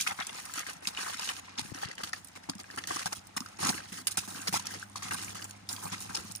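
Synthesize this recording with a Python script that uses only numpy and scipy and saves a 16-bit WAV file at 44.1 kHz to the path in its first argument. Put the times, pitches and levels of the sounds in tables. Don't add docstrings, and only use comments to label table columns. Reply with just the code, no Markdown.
import sys
import numpy as np
from scipy import signal
from scipy.fft import rfft, irfft, next_fast_len
from scipy.io import wavfile
from scipy.ndimage import map_coordinates

SR = 44100
rng = np.random.default_rng(int(sys.argv[2]) if len(sys.argv) > 2 else 0)


def store_wav(level_fs):
    pcm = np.round(np.clip(np.atleast_2d(level_fs), -1, 1) * 32767)
    wavfile.write(sys.argv[1], SR, pcm.T.astype(np.int16))


N = 282240


def amp(db):
    return 10 ** (np.asarray(db) / 20)


def unit(x):
    return x / np.sqrt(np.mean(x ** 2) + 1e-20)


def along(points, hz):
    point_hz, value = np.transpose(points)
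    return np.interp(np.log(hz + 1), np.log(point_hz + 1), value)


def curves(rows):
    s, *columns = np.transpose(rows)
    return [np.interp(np.arange(N) / SR, s, column) for column in columns]


def wobble(knots_per_s):
    knots = rng.standard_normal(int(N * knots_per_s / SR) + 4)
    return map_coordinates(knots, [np.arange(N) * knots_per_s / SR])


def filtered(x, response):
    size = next_fast_len(N + SR // 4)
    spectrum = rfft(x, size) * response(np.fft.rfftfreq(size, 1 / SR))
    return irfft(spectrum, size)[..., :N]


# start_s [s], lead_ms [ms]
LEFT_LEAD = [(0, 0.6), (.08, 0.85), (.2, 0.87), (.4, 0.73), (.65, 0.7), (.88, 0.79), (1, 0.73), (1.3, 0.74),
             (1.59, 0.78), (1.83, 0.67), (2.14, 0.71), (2.5, 0.83), (2.75, 0.7), (3, 0.63), (3.06, 0.78),
             (3.65, 0.74), (3.7, 0.77), (3.95, 0.58), (4.18, 0.82), (4.48, 0.68), (4.55, .82), (4.7, 0.6),
             (4.97, 0.88), (5.13, 0.78), (5.4, 0.65), (5.71, 0.85), (6.16, 0.72), (6.4, 0.78)]


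def contacts(s, gain, hz, spread, cycles, scatter_s, size):
    draw = rng.standard_normal((len(s), 3))
    pitch = np.clip(hz * np.exp(spread * draw[:, 0]), 90, 17000)[:, None]
    lead_s = np.interp(s, *np.transpose(LEFT_LEAD)) / 1000 + scatter_s * draw[:, 1]
    signed_gain = (gain * np.sign(draw[:, 2]))[:, None]
    rest = np.cos(np.arange(size) / size * np.pi / 2)
    out = np.zeros((2, N))
    for side, start_s in enumerate((s - lead_s / 2, s + lead_s / 2)):
        at = np.ceil(start_s * SR)[:, None] + np.arange(size)
        turns = (at / SR - start_s[:, None]) * pitch
        rise = 1 - np.exp(-turns / 0.33)
        decay = np.exp(-turns / cycles)
        ring = signed_gain * np.sin(2 * np.pi * turns) * decay * rise * rest
        place = np.clip(at, 0, N).astype(int)
        out[side] = np.bincount(place.ravel(), ring.ravel(), N + 1)[:N]
    return out


# start_s [s], length_s [s], small_level_db (small pebbles) [dB], big_level_db (big stones) [dB]
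CRUNCH_TABLE = [(0, 0.025, -32.5, -50), (0.024, 0.076, -47, -50), (0.065, 0.064, -44, -34),
                (0.133, 0.44, -52.5, -49.5), (0.188, 0.046, -59, -39), (0.343, 0.062, -50, -46.5),
                (0.454, 0.008, -44, -50), (0.543, 0.073, -45, -48), (0.577, 0.031, -42.5, -35.5),
                (0.611, 0.13, -53.5, -50), (0.666, 0.048, -46.5, -42.5), (0.725, 0.067, -60, -58),
                (0.823, 0.23, -54, -50.5), (0.872, 0.016, -37, -35.5), (0.966, 0.18, -43.5, -40),
                (1.138, 0.26, -49, -47.5), (1.209, 0.06, -42.5, -59), (1.273, 0.025, -38.5, -45),
                (1.293, 0.026, -40.5, -39), (1.417, 0.2, -57.5, -55.5), (1.576, 0.039, -40.5, -44),
                (1.626, 0.098, -53, -49.5), (1.738, 0.2, -54.5, -47), (1.816, 0.039, -44.5, -42),
                (1.978, 0.047, -52, -43.5), (2.033, 0.014, -34, -34.5), (2.054, 0.042, -48.5, -45),
                (2.131, 0.018, -46, -41.5), (2.149, 0.052, -54.5, -53), (2.353, 0.023, -50.5, -44.5),
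                (2.49, 0.011, -46, -39.5), (2.591, 0.023, -47.5, -45.5), (2.689, 0.17, -57.5, -52.5),
                (2.775, 0.016, -45, -33), (2.872, 0.16, -42.5, -40.5), (2.96, 0.074, -47.5, -48),
                (3.04, 0.1, -54, -52), (3.058, 0.018, -36.5, -35.5), (3.123, 0.013, -41, -41.5),
                (3.149, 0.045, -49.5, -67), (3.366, 0.013, -36, -31.5), (3.394, 0.14, -60.5, -54.5),
                (3.587, 0.22, -45, -44.5), (3.6, 0.025, -42, -40), (3.627, 0.086, -36, -34),
                (3.735, 0.02, -57, -43), (3.796, 0.12, -54.5, -52.5), (3.92, 0.1, -47.5, -46.5),
                (4.07, 0.015, -37, -43.5), (4.09, 0.071, -54, -54), (4.108, .02, -44.5, -60),
                (4.171, 0.021, -33, -33.5), (4.196, 0.025, -44, -52), (4.221, 0.048, -49.5, -54),
                (4.276, 0.19, -47.5, -44), (4.471, 0.023, -37, -33), (4.509, 0.33, -50.5, -51),
                (4.526, 0.049, -35, -33), (4.594, 0.011, -46, -48), (4.646, 0.12, -54.5, -46.5),
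                (4.959, 0.023, -43, -45), (4.987, 0.31, -57, -50.5), (5.022, 0.072, -43.5, -45),
                (5.108, 0.046, -42.5, -36), (5.162, 0.17, -46.5, -49), (5.346, 0.11, -48.5, -45.5),
                (5.457, 0.12, -61, -59), (5.69, 0.053, -41.5, -45), (5.726, 0.59, -51.5, -51.5),
                (5.825, 0.056, -46, -43), (5.919, 0.027, -41.5, -41.5), (6.009, 0.036, -46, -55),
                (6.093, 0.02, -49.5, -42.5), (6.153, 0.061, -49.5, -46), (6.271, 0.12, -61, -65.5)]
PRESS_S, LIFT_S = 0.0012, 0.022
SAG_DB = 2
SWELL_DB, SWELL_S = 0.5, 0.014


def load():
    t = np.arange(N) / SR
    power = np.zeros((2, N))
    for s, length, *level_db in CRUNCH_TABLE:
        first = np.searchsorted(t, s)
        age = t[first:][:int((length + LIFT_S) * SR)] - s
        swell_db = -SWELL_DB * np.maximum(1 - age / SWELL_S, 0)
        sag_db = -SAG_DB * np.minimum(age / length, 1) ** 2
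        lift_db = -60 * np.maximum(age - length, 0) / LIFT_S
        gain = amp(np.add.outer(level_db, swell_db + sag_db + lift_db))
        press = np.minimum(age / PRESS_S, 1)
        power[:, first:first + len(age)] += gain ** 2 * press
    return np.sqrt(power)


def stream(per_s, spiky_db, lumpy_db, hz, **stone):
    draw = rng.random((int(per_s * N / SR), 2))
    at = (draw[:, 0] * N).astype(int)
    clumps_db = lumpy_db * (wobble(60) + 0.2 * wobble(170))
    spikes_db = np.minimum(-spiky_db * np.log(1 - draw[:, 1]), 16)
    gain = amp(spikes_db + clumps_db[at])
    return unit(contacts(draw[:, 0] * N / SR, gain, hz[at], **stone))


# start_s [s], small_pitch_hz [Hz], big_pitch_hz [Hz], rumble_db (relative to the load on big stones) [dB]
BED_TABLE = [(0, 6000, 1565, -20), (.7, 5000, 1410, -16), (1.1, 4580, 1430, -22), (1.5, 4500, 1290, -11),
             (2, 5270, 1344, -16), (2.6, 5880, 1270, -6), (3.2, 5950, 1320, -21), (3.65, 5460, 1195, -5.5),
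             (4.1, 6500, 1500, -8), (4.5, 5730, 1356, -9), (5.2, 5840, 1207, -5.5), (6.4, 6400, 1190, -3.5)]
SMALL_DRIFT, BIG_DRIFT = 0.17, 0.1
SETTLE_SMALL_DB, SETTLE_BIG_DB, SETTLE_BED_DB = -65.5, -60.5, -59.5
STRAY_DB = -68


def grind():
    on_small, on_big = load()
    small_hz, big_hz, rumble_db = curves(BED_TABLE)
    small_hz = small_hz * np.exp(SMALL_DRIFT * wobble(15))
    big_hz = big_hz * np.exp(BIG_DRIFT * wobble(15))
    middle_hz = np.sqrt(small_hz * big_hz)

    small = stream(3500, spiky_db=1.0, lumpy_db=2, hz=small_hz,
                   spread=0.46, cycles=1.07, scatter_s=.000045, size=52)
    big = stream(1600, spiky_db=2.0, lumpy_db=2.5, hz=big_hz,
                 spread=0.4785, cycles=6.2, scatter_s=0.000085, size=300)
    loose = stream(260, spiky_db=7.0, lumpy_db=2.0, hz=middle_hz,
                   spread=0.51, cycles=34, scatter_s=.00006, size=340)
    bed = stream(300, spiky_db=2.0, lumpy_db=-1.0, hz=np.full(N, 215.),
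                 spread=0.46, cycles=2.4, scatter_s=0.0001, size=800)
    stray = stream(45, spiky_db=-0.5, lumpy_db=-4.5, hz=small_hz,
                   spread=0.305, cycles=5.3, scatter_s=.00006, size=120)

    small_gain = np.hypot(on_small, amp(SETTLE_SMALL_DB))
    big_gain = np.hypot(on_big, amp(SETTLE_BIG_DB))
    bed_gain = np.hypot(amp(rumble_db) * on_big, amp(SETTLE_BED_DB))
    pebbles = small_gain * (small + amp(-7.0) * loose)
    return amp(STRAY_DB) * stray + pebbles + big_gain * big + bed_gain * bed


# pitch_hz [Hz], level_db (relative, per Hz) [dB]
AIR_TONE = [(15, -50), (25, 20.5), (97, -2), (293, -18), (476, -5.5), (1020, -3), (3250, -10), (9070, -28),
            (12500, -52), (14800, -41), (16000, -33)]
AIR_DB = -56


def air():
    common, left, right = rng.standard_normal((3, N))

    def alike(hz):
        return 1 / (1 + (hz / 350) ** 2)

    shared = filtered(common, lambda hz: amp(along(AIR_TONE, hz)) * np.sqrt(alike(hz)))
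    own = filtered(np.array([left, right]), lambda hz: amp(along(AIR_TONE, hz)) * np.sqrt(1 - alike(hz)))
    return amp(AIR_DB + 0.33 * wobble(2.96)) * unit(shared + own)


# start_s [s], pitch_hz (firing rate before wavering) [Hz], level_db (before a lift) [dB]
ENGINE_TABLE = [(0, 92.3, -82), (.7, 93.1, -70), (1.5, 95.4, -64), (2.2, 97.2, -71), (2.7, 98.2, -68),
                (3.2, 98.8, -65), (3.9, 99.4, -65), (4.3, 100.1, -61.5), (5, 100.7, -58.5),
                (6.4, 102.9, -59.5)]
# multiple (of the firing rate) [times], level_db (before wavering) [dB]
EXHAUST_TONES = [(1, 2), (2, -2), (3, -17)]


def engine():
    hz, level_db = curves(ENGINE_TABLE)
    phase = 2 * np.pi * np.cumsum(hz * (1 + 0.00397 * wobble(6))) / SR
    tones = sum(amp(tone_db + 1.5 * wobble(15)) * np.sin(multiple * phase)
                for multiple, tone_db in EXHAUST_TONES)
    return amp(level_db + 4) * tones


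def burst(rows, t60, boost_db, per_s, loose_db, count):
    s, level_db, hz = np.transpose(rows)[..., None]
    draw = rng.exponential(size=(len(rows), 2, count))
    after_s = (np.cumsum(draw[:, 0], axis=1) - draw[:, 0, :1]) / per_s
    fade_db = -60 * after_s / t60
    weaker_db = -loose_db * draw[:, 1] * (after_s > 0)
    gain = amp(level_db + boost_db + fade_db + weaker_db)
    return (s + after_s).ravel(), gain.ravel(), np.repeat(hz, count)


# start_s [s], level_db (before each layer's trim) [dB], pitch_hz (centre) [Hz]
SMALL_KNOCKS = [(0.0104, -18, 6600), (0.021, -24, 6000), (0.073, -20, 3120), (0.0765, -21.5, 5800),
                (0.189, -36, 3340), (0.201, -27, 5660), (0.2235, -28, 3380), (0.2483, -37, 4870),
                (0.2688, -25, 7900), (0.2937, -29, 3330), (0.3461, -39, 5600), (0.4, -37, 5520),
                (0.453, -33.5, 9160), (0.5382, -26.5, 7380), (0.5926, -25, 6200), (0.6439, -44, 6990),
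                (0.6976, -29.5, 5100), (0.7328, -36, 8850), (0.8494, -34, 6200), (0.8724, -14, 4900),
                (0.9493, -34, 3000), (0.9746, -32, 2960), (1.0995, -27.5, 2900), (1.1712, -32, 5350),
                (1.1954, -25.5, 5040), (1.2196, -26, 2980), (1.232, -32, 2630), (1.24, -39, 8900),
                (1.276, -28, 2920), (1.29, -19.5, 2980), (1.3663, -29, 3140), (1.395, -38, 6800),
                (1.494, -38, 4500), (1.5853, -24.5, 3480), (1.594, -22, 4600), (1.6591, -36, 2700),
                (1.7469, -33.5, 5600), (1.7873, -36, 4740), (1.8254, -31, 4600), (1.853, -36, 4500),
                (1.8861, -34, 5160), (1.914, -32.5, 4770), (1.9535, -40, 7500), (1.9814, -30, 3100),
                (2.0369, -24, 4680), (2.0737, -31, 3750), (2.132, -25.5, 4800), (2.161, -39, 4660),
                (2.2458, -32, 9400), (2.2722, -40, 8000), (2.284, -38, 7500), (2.4345, -40, 5020),
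                (2.4966, -21.5, 4670), (2.497, -23.5, 8500), (2.5521, -38.5, 6920), (2.5825, -40, 4800),
                (2.6, -33, 4740), (2.7112, -35, 4760), (2.7606, -36, 8800), (2.7852, -25, 4900),
                (2.839, -30, 3450), (2.8724, -24, 6130), (2.9083, -41, 5250), (2.9607, -25.5, 5740),
                (2.992, -27, 4920), (3.0582, -25, 4860), (3.129, -24.5, 5900), (3.1672, -40, 9300),
                (3.2705, -37.5, 8700), (3.3655, -27.5, 9500), (3.376, -31, 5200), (3.4048, -26.5, 5360),
                (3.4615, -35, 4900), (3.4865, -42, 6070), (3.5698, -43, 5430), (3.5942, -35, 3880),
                (3.6137, -36, 9360), (3.6348, -26, 5250), (3.6496, -19, 5900), (3.67, -20.5, 6470),
                (3.692, -14.5, 4630), (3.696, -20.5, 6420), (3.722, -30, 8000), (3.7435, -28.5, 2800),
                (3.8871, -40, 4070), (3.9255, -36, 9200), (4.0702, -17.5, 9330), (4.0706, -17.5, 5080),
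                (4.0748, -19, 9200), (4.0795, -23, 4900), (4.088, -32, 9000), (4.113, -31, 9000),
                (4.1175, -30, 9100), (4.124, -33, 9100), (4.1728, -18, 8300), (4.182, -35, 9400),
                (4.193, -27, 5000), (4.2926, -41, 9300), (4.3595, -31.5, 4070), (4.4166, -30.5, 6600),
                (4.476, -22, 5070), (4.481, -17.5, 5140), (4.5301, -35, 9400), (4.54, -20.5, 4810),
                (4.551, -22.5, 5070), (4.597, -27.5, 6200), (4.6249, -42, 6540), (4.6563, -31, 5700),
                (4.669, -23.5, 5500), (4.7087, -42, 6440), (4.739, -30, 5000), (4.746, -30, 5000),
                (4.7965, -40, 9750), (4.9591, -26, 4580), (4.975, -34, 6000), (5.031, -28.5, 6150),
                (5.083, -31, 2880), (5.1138, -24.5, 2760), (5.135, -24, 8860), (5.144, -22.5, 8940),
                (5.184, -34, 5050), (5.216, -31, 5000), (5.226, -33, 6990), (5.2457, -26.5, 7160),
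                (5.305, -34, 5200), (5.3528, -31.5, 6900), (5.37, -35, 5030), (5.4236, -29.5, 4700),
                (5.443, -30, 7400), (5.4959, -40, 9340), (5.5098, -32.5, 6840), (5.6901, -23.5, 5120),
                (5.729, -24, 7430), (5.764, -30.5, 4700), (5.855, -31, 4400), (5.9194, -35, 2800),
                (5.9808, -35, 4860), (5.9893, -41, 5160), (6.005, -29.5, 6800), (6.023, -32, 9000),
                (6.147, -24.5, 5540), (6.15, -19.5, 5380), (6.1545, -21.5, 5300), (6.166, -24, 5200),
                (6.172, -25, 5000), (6.25, -42, 9000), (6.314, -33, 7560), (6.32, -30.5, 8600),
                (6.3517, -27.5, 5630), (6.3595, -27.5, 9800), (6.369, -38, 5000), (6.379, -43, 9500)]
# start_s [s], level_db (before a trim) [dB], pitch_hz (centre) [Hz]
BIG_KNOCKS = [(0.073, -19.5, 2270), (0.108, -31, 980), (0.189, -27, 1550), (0.496, -32, 1460),
              (0.582, -27.5, 1380), (0.666, -30, 1930), (0.854, -26.5, 2260), (0.973, -24.5, 2530),
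              (0.98, -34, 1310), (1.01, -37, 1000), (1.035, -37, 1500), (1.064, -28, 1400),
              (1.082, -32, 1100), (1.104, -32, 1210), (1.194, -30, 916), (1.225, -38, 1000),
              (1.294, -28, 1800), (1.593, -26, 896), (1.831, -24, 884), (1.833, -28.5, 1830),
              (1.912, -31, 1900), (1.981, -35, 1820), (2.038, -28.5, 1150), (2.134, -22, 1720),
              (2.488, -31, 994), (2.498, -34, 706), (2.44, -39, 1707), (2.518, -44, 1100),
              (2.535, -41, 1500), (2.642, -38, 1810), (2.702, -31.5, 1820), (2.777, -25.5, 1167),
              (2.839, -30.5, 1840), (2.887, -36, 1680), (2.909, -20.5, 1120), (2.935, -33, 1300),
              (2.962, -28.5, 1670), (2.967, -23.5, 1105), (2.995, -31.5, 1400), (3.059, -22, 788),
              (3.066, -28, 1480), (3.126, -36, 970), (3.13, -28.5, 2060), (3.365, -26, 1340),
              (3.375, -29, 1210), (3.405, -36, 980), (3.421, -32.5, 1370), (3.46, -33.5, 1390),
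              (3.592, -32.5, 930), (3.633, -26, 830), (3.658, -37, 1410), (3.672, -31, 1000),
              (3.69, -25, 1460), (3.7, -27, 740), (3.727, -30, 1610), (3.779, -30, 2030),
              (4.0795, -25.5, 2100), (4.177, -23, 1480), (4.177, -28, 800), (4.348, -33, 1440),
              (4.476, -24, 2250), (4.541, -24, 820), (4.556, -25, 960), (4.565, -22, 1200),
              (4.596, -33.5, 1040), (4.708, -34, 1630), (4.827, -29, 1560), (4.957, -29, 1044),
              (5.023, -32.5, 980), (5.055, -35, 1190), (5.11, -21.5, 1620), (5.12, -24, 1300),
              (5.145, -31, 1410), (5.185, -33.5, 1300), (5.282, -30, 2120), (5.083, -38, 1000),
              (5.355, -35.5, 1090), (5.783, -37, 950), (5.854, -29, 967), (5.866, -32, 1190),
              (5.93, -35, 1000), (6.097, -37, 1380), (6.106, -35, 800), (6.147, -31.5, 865),
              (6.168, -33, 1410)]
CLACK_DIES_S, CLUNK_DIES_S = 0.027, 0.019


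def knocks():
    clack_hits = burst(SMALL_KNOCKS, CLACK_DIES_S, 0.44, 4000, 4.4, count=36)
    clack = contacts(*clack_hits, spread=0.4, cycles=1.55, scatter_s=.000045, size=48)
    chime_hits = burst(SMALL_KNOCKS, CLACK_DIES_S, -7.5, 493.0, 3.8, count=5)
    chime = contacts(*chime_hits, spread=0.023, cycles=13.3, scatter_s=.00004, size=260)
    clunk_hits = burst(BIG_KNOCKS, CLUNK_DIES_S, 0.68, 457.0, 1.5, count=8)
    clunk = contacts(*clunk_hits, spread=0.091, cycles=3.93, scatter_s=.00005, size=500)
    return clack + chime + clunk


def ground(x):
    t = np.arange(SR // 10) / SR
    tail = rng.standard_normal((2, len(t))) * amp(-60 * t / 0.096)
    tail = tail / np.linalg.norm(tail[0])
    return signal.fftconvolve(x.mean(0)[None], tail, axes=1)[:, :N]


# start_s [s], level_db (before a lift) [dB], pitch_hz (centre) [Hz]
THUD_TABLE = [(0.191, -40.5, 216), (0.575, -38, 300), (0.872, -38.5, 210), (1.585, -38.5, 259),
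              (1.594, -36, 270), (1.751, -38, 280), (2.489, -36.5, 303), (2.495, -29.5, 235),
              (2.502, -33, 258), (2.555, -38, 197), (2.771, -46, 254), (2.909, -33.5, 334),
              (2.96, -36.5, 295), (3.057, -36.5, 168), (3.367, -36.5, 238), (3.408, -33, 235),
              (3.605, -35.5, 330), (3.634, -35, 260), (3.648, -30, 197), (3.662, -34, 300),
              (3.673, -33, 231), (3.688, -26, 227), (3.695, -31, 153), (3.7, -31, 350), (3.736, -39, 226),
              (3.747, -37, 335), (3.92, -40.5, 189), (4.176, -45, 150), (4.179, -36.5, 320),
              (4.279, -41.5, 221), (4.31, -44, 180), (4.351, -40, 230), (4.393, -41, 280),
              (4.482, -34, 420), (4.488, -33, 182), (4.528, -33, 151), (4.555, -34, 390), (5.05, -40, 160),
              (5.095, -43, 172), (5.851, -38.5, 164), (5.921, -41, 190), (6.098, -38, 198)]


def thuds():
    s, level_db, hz = np.transpose(THUD_TABLE)
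    return contacts(s, amp(level_db + 5.5), hz, spread=0.026, cycles=1.44, scatter_s=.00004, size=1600)


# start_s [s], level_db (before a lift) [dB], pitch_hz (centre) [Hz]
PUFF_TABLE = [(1.621, -33, 109), (1.651, -30, 200), (1.69, -39, 120), (1.719, -26.5, 330),
              (1.723, -25, 140), (1.857, -27.5, 128), (1.888, -32, 250)]


def puffs():
    s, level_db, hz = np.transpose(PUFF_TABLE)
    pops = contacts(s, amp(level_db + 11.0), hz, spread=0.018, cycles=0.36, scatter_s=0, size=1200)
    return pops * [[1], [.15]]


def scene():
    steps = knocks() + grind() + thuds()
    return steps + amp(-10.0) * ground(steps) + engine() + puffs() + air()


# start_s [s], share (of the shaded band) [0-1]
HAND_SHADOW = [(0, 0.2), (1.6, 0.27), (4, 0.39), (6.4, 0.4)]
# pitch_hz [Hz], level_db [dB]
LEFT_COLOUR = [(25, -63), (60, -9), (110, -2.5), (280, -2.5), (450, -4), (620, -2.5), (800, 3),
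               (1050, -1.5), (1450, -1.5), (2000, 4), (2700, 0), (3800, 1), (5300, 4), (7800, 4),
               (10000, -6.5), (13800, -12), (15000, 4), (16000, -31)]
# pitch_hz [Hz], level_db [dB]
RIGHT_COLOUR = [(25, -36), (60, -4.5), (110, -1), (280, -1), (450, -4.5), (620, -1), (800, 2.5), (1050, -5),
                (1450, -4.5), (2000, 0), (2700, 0), (3800, -0.03), (6500, 4), (8000, 2), (9200, 12.5),
                (11000, 5.5), (13500, 1.5), (15000, 15), (16000, -20)]
TOP_HZ = 16600


def record(dry):
    shaded = filtered(dry[0], lambda hz: np.exp(-(np.log(hz / 3000 + 1e-9) / 0.48) ** 2))
    share = np.clip(curves(HAND_SHADOW)[0], 0, 1)
    heard = np.array([dry[0] - share * shaded, dry[1]])

    def ports(hz):
        return amp([along(LEFT_COLOUR, hz), along(RIGHT_COLOUR, hz)]) * (hz < TOP_HZ)

    return filtered(heard, ports)


dry = scene()
out = record(dry)
store_wav(out)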